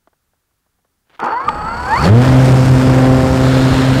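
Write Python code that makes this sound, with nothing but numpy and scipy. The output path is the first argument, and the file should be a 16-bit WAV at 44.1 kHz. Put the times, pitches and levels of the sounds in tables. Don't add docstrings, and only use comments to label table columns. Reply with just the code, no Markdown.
import sys
import numpy as np
from scipy.fft import rfft, irfft, next_fast_len
from scipy.io import wavfile
from scipy.ndimage import uniform_filter1d, map_coordinates

SR = 44100
rng = np.random.default_rng(int(sys.argv[2]) if len(sys.argv) > 2 else 0)


def pcm_store(signal):
    levels = np.round(np.clip(np.atleast_2d(signal), -1, 1) * 32767)
    wavfile.write(sys.argv[1], SR, levels.astype(np.int16).T)


N = 176400
T = np.arange(N) / SR

# time_s, turns_per_s
SHAFT_SPEED = [(1.19, 14), (1.3, 19.4), (1.38, 23.8), (1.49, 29.2), (1.63, 30.2), (1.7, 32.3), (1.8, 34.8),
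               (1.86, 35.7), (1.9, 38.4), (1.95, 45.2), (2.0, 59.5), (2.05, 79), (2.1, 100), (2.15, 116),
               (2.2, 124), (2.27, 129.7), (2.95, 129.6), (4.0, 131.7)]
# time_s, shake_db, blade_db
DRONE_LEVELS = [(1.4, -92, -97), (1.55, -33.5, -36), (1.94, -46, -32.5), (2.02, -14.5, -20.5),
                (2.07, -17.5, -9), (2.105, -1, -13.5), (2.18, -2.5, -8.5), (2.24, -12.5, -17),
                (2.37, -5.5, -9.5), (2.47, -8, -17), (2.66, -7.5, -19.5), (2.75, -8.5, -12.5),
                (2.86, -13.5, -12.5), (2.94, -10, -13.5), (3.12, -11, -10.5), (3.3, -18.5, -17.5),
                (3.48, -12, -14.5), (3.85, -12, -14.5), (4.0, -17, -17)]
# shaft_multiple, gain_db
BUZZ_PARTIALS = [(3, -26), (4, -25.5), (5, -29.5), (6, -29.5), (7, -37.5), (8, -41)]
# time_s, gain_db
BUZZ_GAIN = [(1.9, -40), (2.0, -9), (2.13, 4), (2.3, -3.5), (2.48, 2), (2.66, -7), (3.08, 3.5), (3.5, -4),
             (4.0, -5)]
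# time_s, rush_db, hiss_db
WASH_LEVELS = [(1.18, -127, -124), (1.25, -44, -65), (1.42, -38, -55), (1.46, -38.5, -52),
               (1.7, -36.5, -49.5), (1.93, -31, -37.5), (2.0, -31, -34), (2.06, -12.5, -27),
               (2.11, -22, -39.5), (2.24, -16.5, -31.5), (2.47, -17, -31), (2.65, -22, -30.5),
               (3.0, -18, -32.5), (3.28, -23, -32.5), (3.6, -19, -30.5), (4.0, -21.5, -32)]
# time_s, level_db
BUFFET_LEVEL = [(1.17, -95), (1.25, -56), (1.42, -52), (1.46, -33), (1.7, -29), (1.93, -28), (2.06, -17),
                (2.13, -19), (2.25, -16), (3.0, -17), (4.0, -17)]
# time_s, level_db
SLIPSTREAM_LEVEL = [(2.0, -100), (3.2, -57), (3.45, -29), (3.65, -28)]
# frequency_hz, gain_db
BUFFET_SPECTRUM = [(15, -21), (35, -7), (70, 3.5), (170, -1), (300, -5.5), (500, -14), (1000, -50),
                   (3000, -75)]
RUSH_SPECTRUM = [(100, -3), (350, 1), (600, 3.5), (900, -5), (1300, -6), (1750, -6.5), (2300, -16),
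                 (3500, -17.5), (8000, -49)]
HISS_SPECTRUM = [(800, -41), (2200, 4.5), (3500, -5.5), (5200, -0.5), (6100, -7), (7200, -5.5), (8800, -9),
                 (10800, -17), (12000, -15), (14000, -22.5), (15700, -28)]
SLIPSTREAM_SPECTRUM = [(600, -15), (1600, 15), (2300, 4), (4100, 10.5), (5300, -11), (6200, -13),
                       (7200, -3), (11000, -53)]
# time_s, commutation_db, cogging_db
WHINE_LEVELS = [(1.19, -93, -85), (1.232, -14.5, -5), (1.31, -18, -18), (1.38, -14.5, -35),
                (1.44, -22, -22.5), (1.54, -27.5, -25.5), (1.7, -19, -26.5), (1.83, -29, -27.5),
                (1.939, -11, -28), (1.99, -17.5, -30), (2.08, -37, -55), (2.15, -95, -90)]
# shaft_multiple, gain_db
COMMUTATION_PARTIALS = [(21, 3.5), (42, -0.5), (63, -11), (84, -11)]
COGGING_PARTIALS = [(14, -13.5), (28, 3), (35, -21), (49, -10), (56, -14.5)]
# frequency_hz, gain_db
AIRFRAME_RESPONSE = [(200, 1), (350, -20.5), (600, -25), (870, -1), (1050, -1), (1300, 0), (1600, -3.5),
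                     (2400, -10.5), (3800, -27), (4500, -6), (5500, -16), (12000, -40)]
# time_s, level_db
RATTLE_LEVEL = [(1.19, -95), (1.195, -25), (1.215, -27), (1.24, -19.5), (1.3, -18.5), (1.37, -27),
                (1.85, -27.5), (1.98, -20), (2.06, -15.5), (2.11, -26.5)]
BELL_LEVEL = [(1.19, -100), (1.22, -51), (1.33, -46.5), (1.42, -52.5), (1.49, -50), (1.96, -38.5),
              (2.05, -25), (2.11, -49)]
# pitch_hz, width_hz, gain_db
AIRFRAME_RESONANCES = [(340.8, 6.9, 4.5), (483, 26, 1), (866, 205, 2), (1339, 253, 0.5), (1910, 530, -13),
                       (3070, 940, -26), (5280, 450, -36)]
BELL_RESONANCES = [(4357, 65, -6), (4516, 75, 0)]
# peak_s, pitch_hz, level_db, swell_s
CATCH_SQUEALS = [(1.486, 1206, -4, 0.0043), (1.493, 896, -12.5, 0.008)]
# switching_multiple, shaft_multiple, gain_db
WHISTLE_SIDEBANDS = [(1, 14, -16), (1, 42, -15), (1, 70, -19), (2, -14, -25)]
# time_s, level_db
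SCRATCH_LEVEL = [(1.04, -100), (1.062, -67), (1.094, -69), (1.097, -53), (1.125, -58), (1.155, -47),
                 (1.187, -59.5)]
GRIT_LEVEL = [(1.8, -100), (2.1, -45), (2.2, -36), (2.35, -47), (2.46, -32), (2.56, -42), (2.95, -42)]
# start_s, strength_db
MOTOR_CLACKS = [(1.1935, -28), (1.2005, -18), (1.4895, -7)]
ROTOR_CRACKS = [(1.2008, -25), (1.2405, -20), (1.2462, -21), (1.26, -21)]
AIRFRAME_TICKS = [(.074, -38.5), (.131, -47), (.335, -54), (.51, -57), (.664, -54), (.787, -54),
                  (.847, -48)]
# frequency_hz, gain_db
CLACK_SPECTRUM = [(150, -5), (900, 0), (3200, -7), (7500, -29.5), (15000, -41)]
CRACK_SPECTRUM = [(2500, 2), (7000, -8.5), (15000, -27)]
GRIT_SPECTRUM = [(1500, 14), (8000, 10.5), (15500, -8)]
TICK_SPECTRUM = [(60, -10), (650, 2), (1650, -4), (2300, -22), (3300, -19), (15000, -50)]
FLOOR_SPECTRUM = [(80, 11), (200, 3.5), (600, -5.5), (1400, -3), (2500, -10.5), (15000, -11)]

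MOTOR_START_S = SHAFT_SPEED[0][0]


def propeller(angle, flutter_db=2.6, wander_rad=0.27):
    shake_db, blade_db = curves(DRONE_LEVELS)
    shake = amp(shake_db + 1.15 * wobble(25.98)) * np.cos(angle)
    blades = amp(blade_db + 0.22 * wobble(24.44)) * np.cos(2 * angle + wander_rad * wobble(6.1))
    buzz = np.zeros(N)
    for multiple, db in BUZZ_PARTIALS:
        gain = amp(db + flutter_db * wobble(6.985))
        buzz += gain * np.cos(multiple * angle + rng.uniform(0, 2 * np.pi) + wander_rad * wobble(30))
    return np.sqrt(2) * (shake + blades + buzz * fader(BUZZ_GAIN) * (T > MOTOR_START_S))


def wash(angle, chop_depth=0.33):
    rush_db, hiss_db = curves(WASH_LEVELS)
    chop = 1 + chop_depth * np.cos(angle)
    swirl_db = wobble(220)
    buffet = fader(BUFFET_LEVEL) * amp(1.2 * wobble(30)) * noise(BUFFET_SPECTRUM)
    rush = amp(rush_db + 1.5 * swirl_db) * noise(RUSH_SPECTRUM)
    hiss = amp(hiss_db + swirl_db) * noise(HISS_SPECTRUM)
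    return buffet + chop * (rush + hiss)


def whine(speed, angle, rough_db=3.5, jitter_rad=0.42, stutter_rad=0.7, settle_s=0.051):
    unsteady_rad = jitter_rad + stutter_rad * np.exp(-np.maximum(T - MOTOR_START_S, 0) / settle_s)
    sound = np.zeros(N)
    for level_db, partials in zip(curves(WHINE_LEVELS), (COMMUTATION_PARTIALS, COGGING_PARTIALS)):
        for multiple, db in partials:
            airframe_db = along(AIRFRAME_RESPONSE, multiple * speed)
            gain = amp(level_db + db + airframe_db + rough_db * np.tanh(wobble(90)))
            sound += gain * np.sin(multiple * angle + unsteady_rad * wobble(140))
    return sound


def rattle(angle, pulse_depth=0.15, dull_hz=6000):
    blows = taps() * (1 + pulse_depth * np.cos(angle))
    blows = filtered(blows, lambda hz: 1 / np.hypot(1, (hz / dull_hz) ** 2))
    airframe = fader(RATTLE_LEVEL) * ringing(blows, AIRFRAME_RESONANCES)
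    bell = fader(BELL_LEVEL) * ringing(blows, BELL_RESONANCES)
    return airframe + bell


def start_up():
    scratch = fader(SCRATCH_LEVEL) * coloured(taps(), CLACK_SPECTRUM)
    clacks = knocks(MOTOR_CLACKS, CLACK_SPECTRUM, t60_s=0.022)
    cracks = knocks(ROTOR_CRACKS, CRACK_SPECTRUM, t60_s=0.0089)
    return scratch + clacks + cracks


def controller(angle, switching_hz=7795, whistle_db=-55, on_s=1.47, off_s=2.07):
    squeal = sum(amp(db) * np.exp(-((T - peak_s) / swell_s) ** 2) * np.sin(2 * np.pi * hz * T)
                 for peak_s, hz, db, swell_s in CATCH_SQUEALS)
    gate = uniform_filter1d(1. * ((T > on_s) & (T < off_s)), size=200)
    phase = 2 * np.pi * switching_hz * T
    sidebands = sum(amp(db) * np.sin(m * phase + k * angle) for m, k, db in WHISTLE_SIDEBANDS)
    whistle = amp(whistle_db + wobble(20)) * np.sqrt(2) * (np.sin(phase) + sidebands)
    return squeal + gate * whistle


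def slipstream():
    return fader(SLIPSTREAM_LEVEL) * amp(wobble(10.08)) * noise(SLIPSTREAM_SPECTRUM)


def grit(clump_db=4):
    grains = taps(per_s=2500, scatter_db=7) * amp(clump_db * np.tanh(wobble(200)))
    return fader(GRIT_LEVEL) * coloured(grains, GRIT_SPECTRUM)


def background(floor_db=-67.5):
    return knocks(AIRFRAME_TICKS, TICK_SPECTRUM, t60_s=0.035) + amp(floor_db) * noise(FLOOR_SPECTRUM)


def knocks(rows, spectrum, t60_s):
    envelope = sum((T >= s) * amp(db - 60 * np.clip((T - s) / t60_s, 0, 2)) for s, db in rows)
    return filtered(envelope * rng.standard_normal(N), lambda hz: unit(amp(along(spectrum, hz)))) / 2


def taps(per_s=2000, scatter_db=3):
    impulses = (rng.random(N) < per_s / SR) * np.sign(rng.standard_normal(N))
    return impulses * amp(scatter_db * np.tanh(rng.standard_normal(N)))


def ringing(x, modes):
    def response(hz):
        return sum((-1) ** k * amp(db) * 1j * hz * width / (pitch ** 2 - hz ** 2 + 1j * hz * width)
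                   for k, (pitch, width, db) in enumerate(modes))
    return unit(filtered(x, response))


def noise(spectrum):
    return coloured(rng.standard_normal(N), spectrum)


def coloured(x, spectrum):
    return unit(filtered(x, lambda hz: amp(along(spectrum, hz))))


def filtered(x, response):
    size = next_fast_len(N + SR // 2)
    return irfft(rfft(x, size) * response(np.fft.rfftfreq(size, 1 / SR)), size)[:N]


def wobble(rate):
    return map_coordinates(rng.standard_normal(int(N * rate / SR) + 4), [T * rate])


def curves(rows):
    time_s, *columns = np.transpose(rows)
    return [np.interp(T, time_s, column) for column in columns]


def fader(rows):
    return amp(curves(rows)[0])


def along(spectrum, hz):
    frequency_hz, gain_db = np.transpose(spectrum)
    return np.interp(np.log(hz + 1), np.log(frequency_hz + 1), gain_db)


def amp(db):
    return 10 ** (np.asarray(db) / 20)


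def unit(x):
    return x / np.sqrt(np.mean(x ** 2) + 1e-20)


def scene():
    speed, = curves(SHAFT_SPEED)
    angle = 2 * np.pi * np.cumsum(speed) / SR
    motor = whine(speed, angle) + rattle(angle) + controller(angle) + start_up()
    return (motor + background() + propeller(angle) + grit() + wash(angle) + slipstream())[None]


def record(dry):
    ceiling, hardness = 0.7, 12.3
    low_hz, top_hz = 12, 15750
    flattened = dry[0] / (1 + np.abs(dry[0] / ceiling) ** hardness) ** (1 / hardness)
    return filtered(flattened, lambda hz: (hz < top_hz) * hz ** 2 / (hz ** 2 + low_hz ** 2))[None]


dry = scene()
out = record(dry)
pcm_store(out)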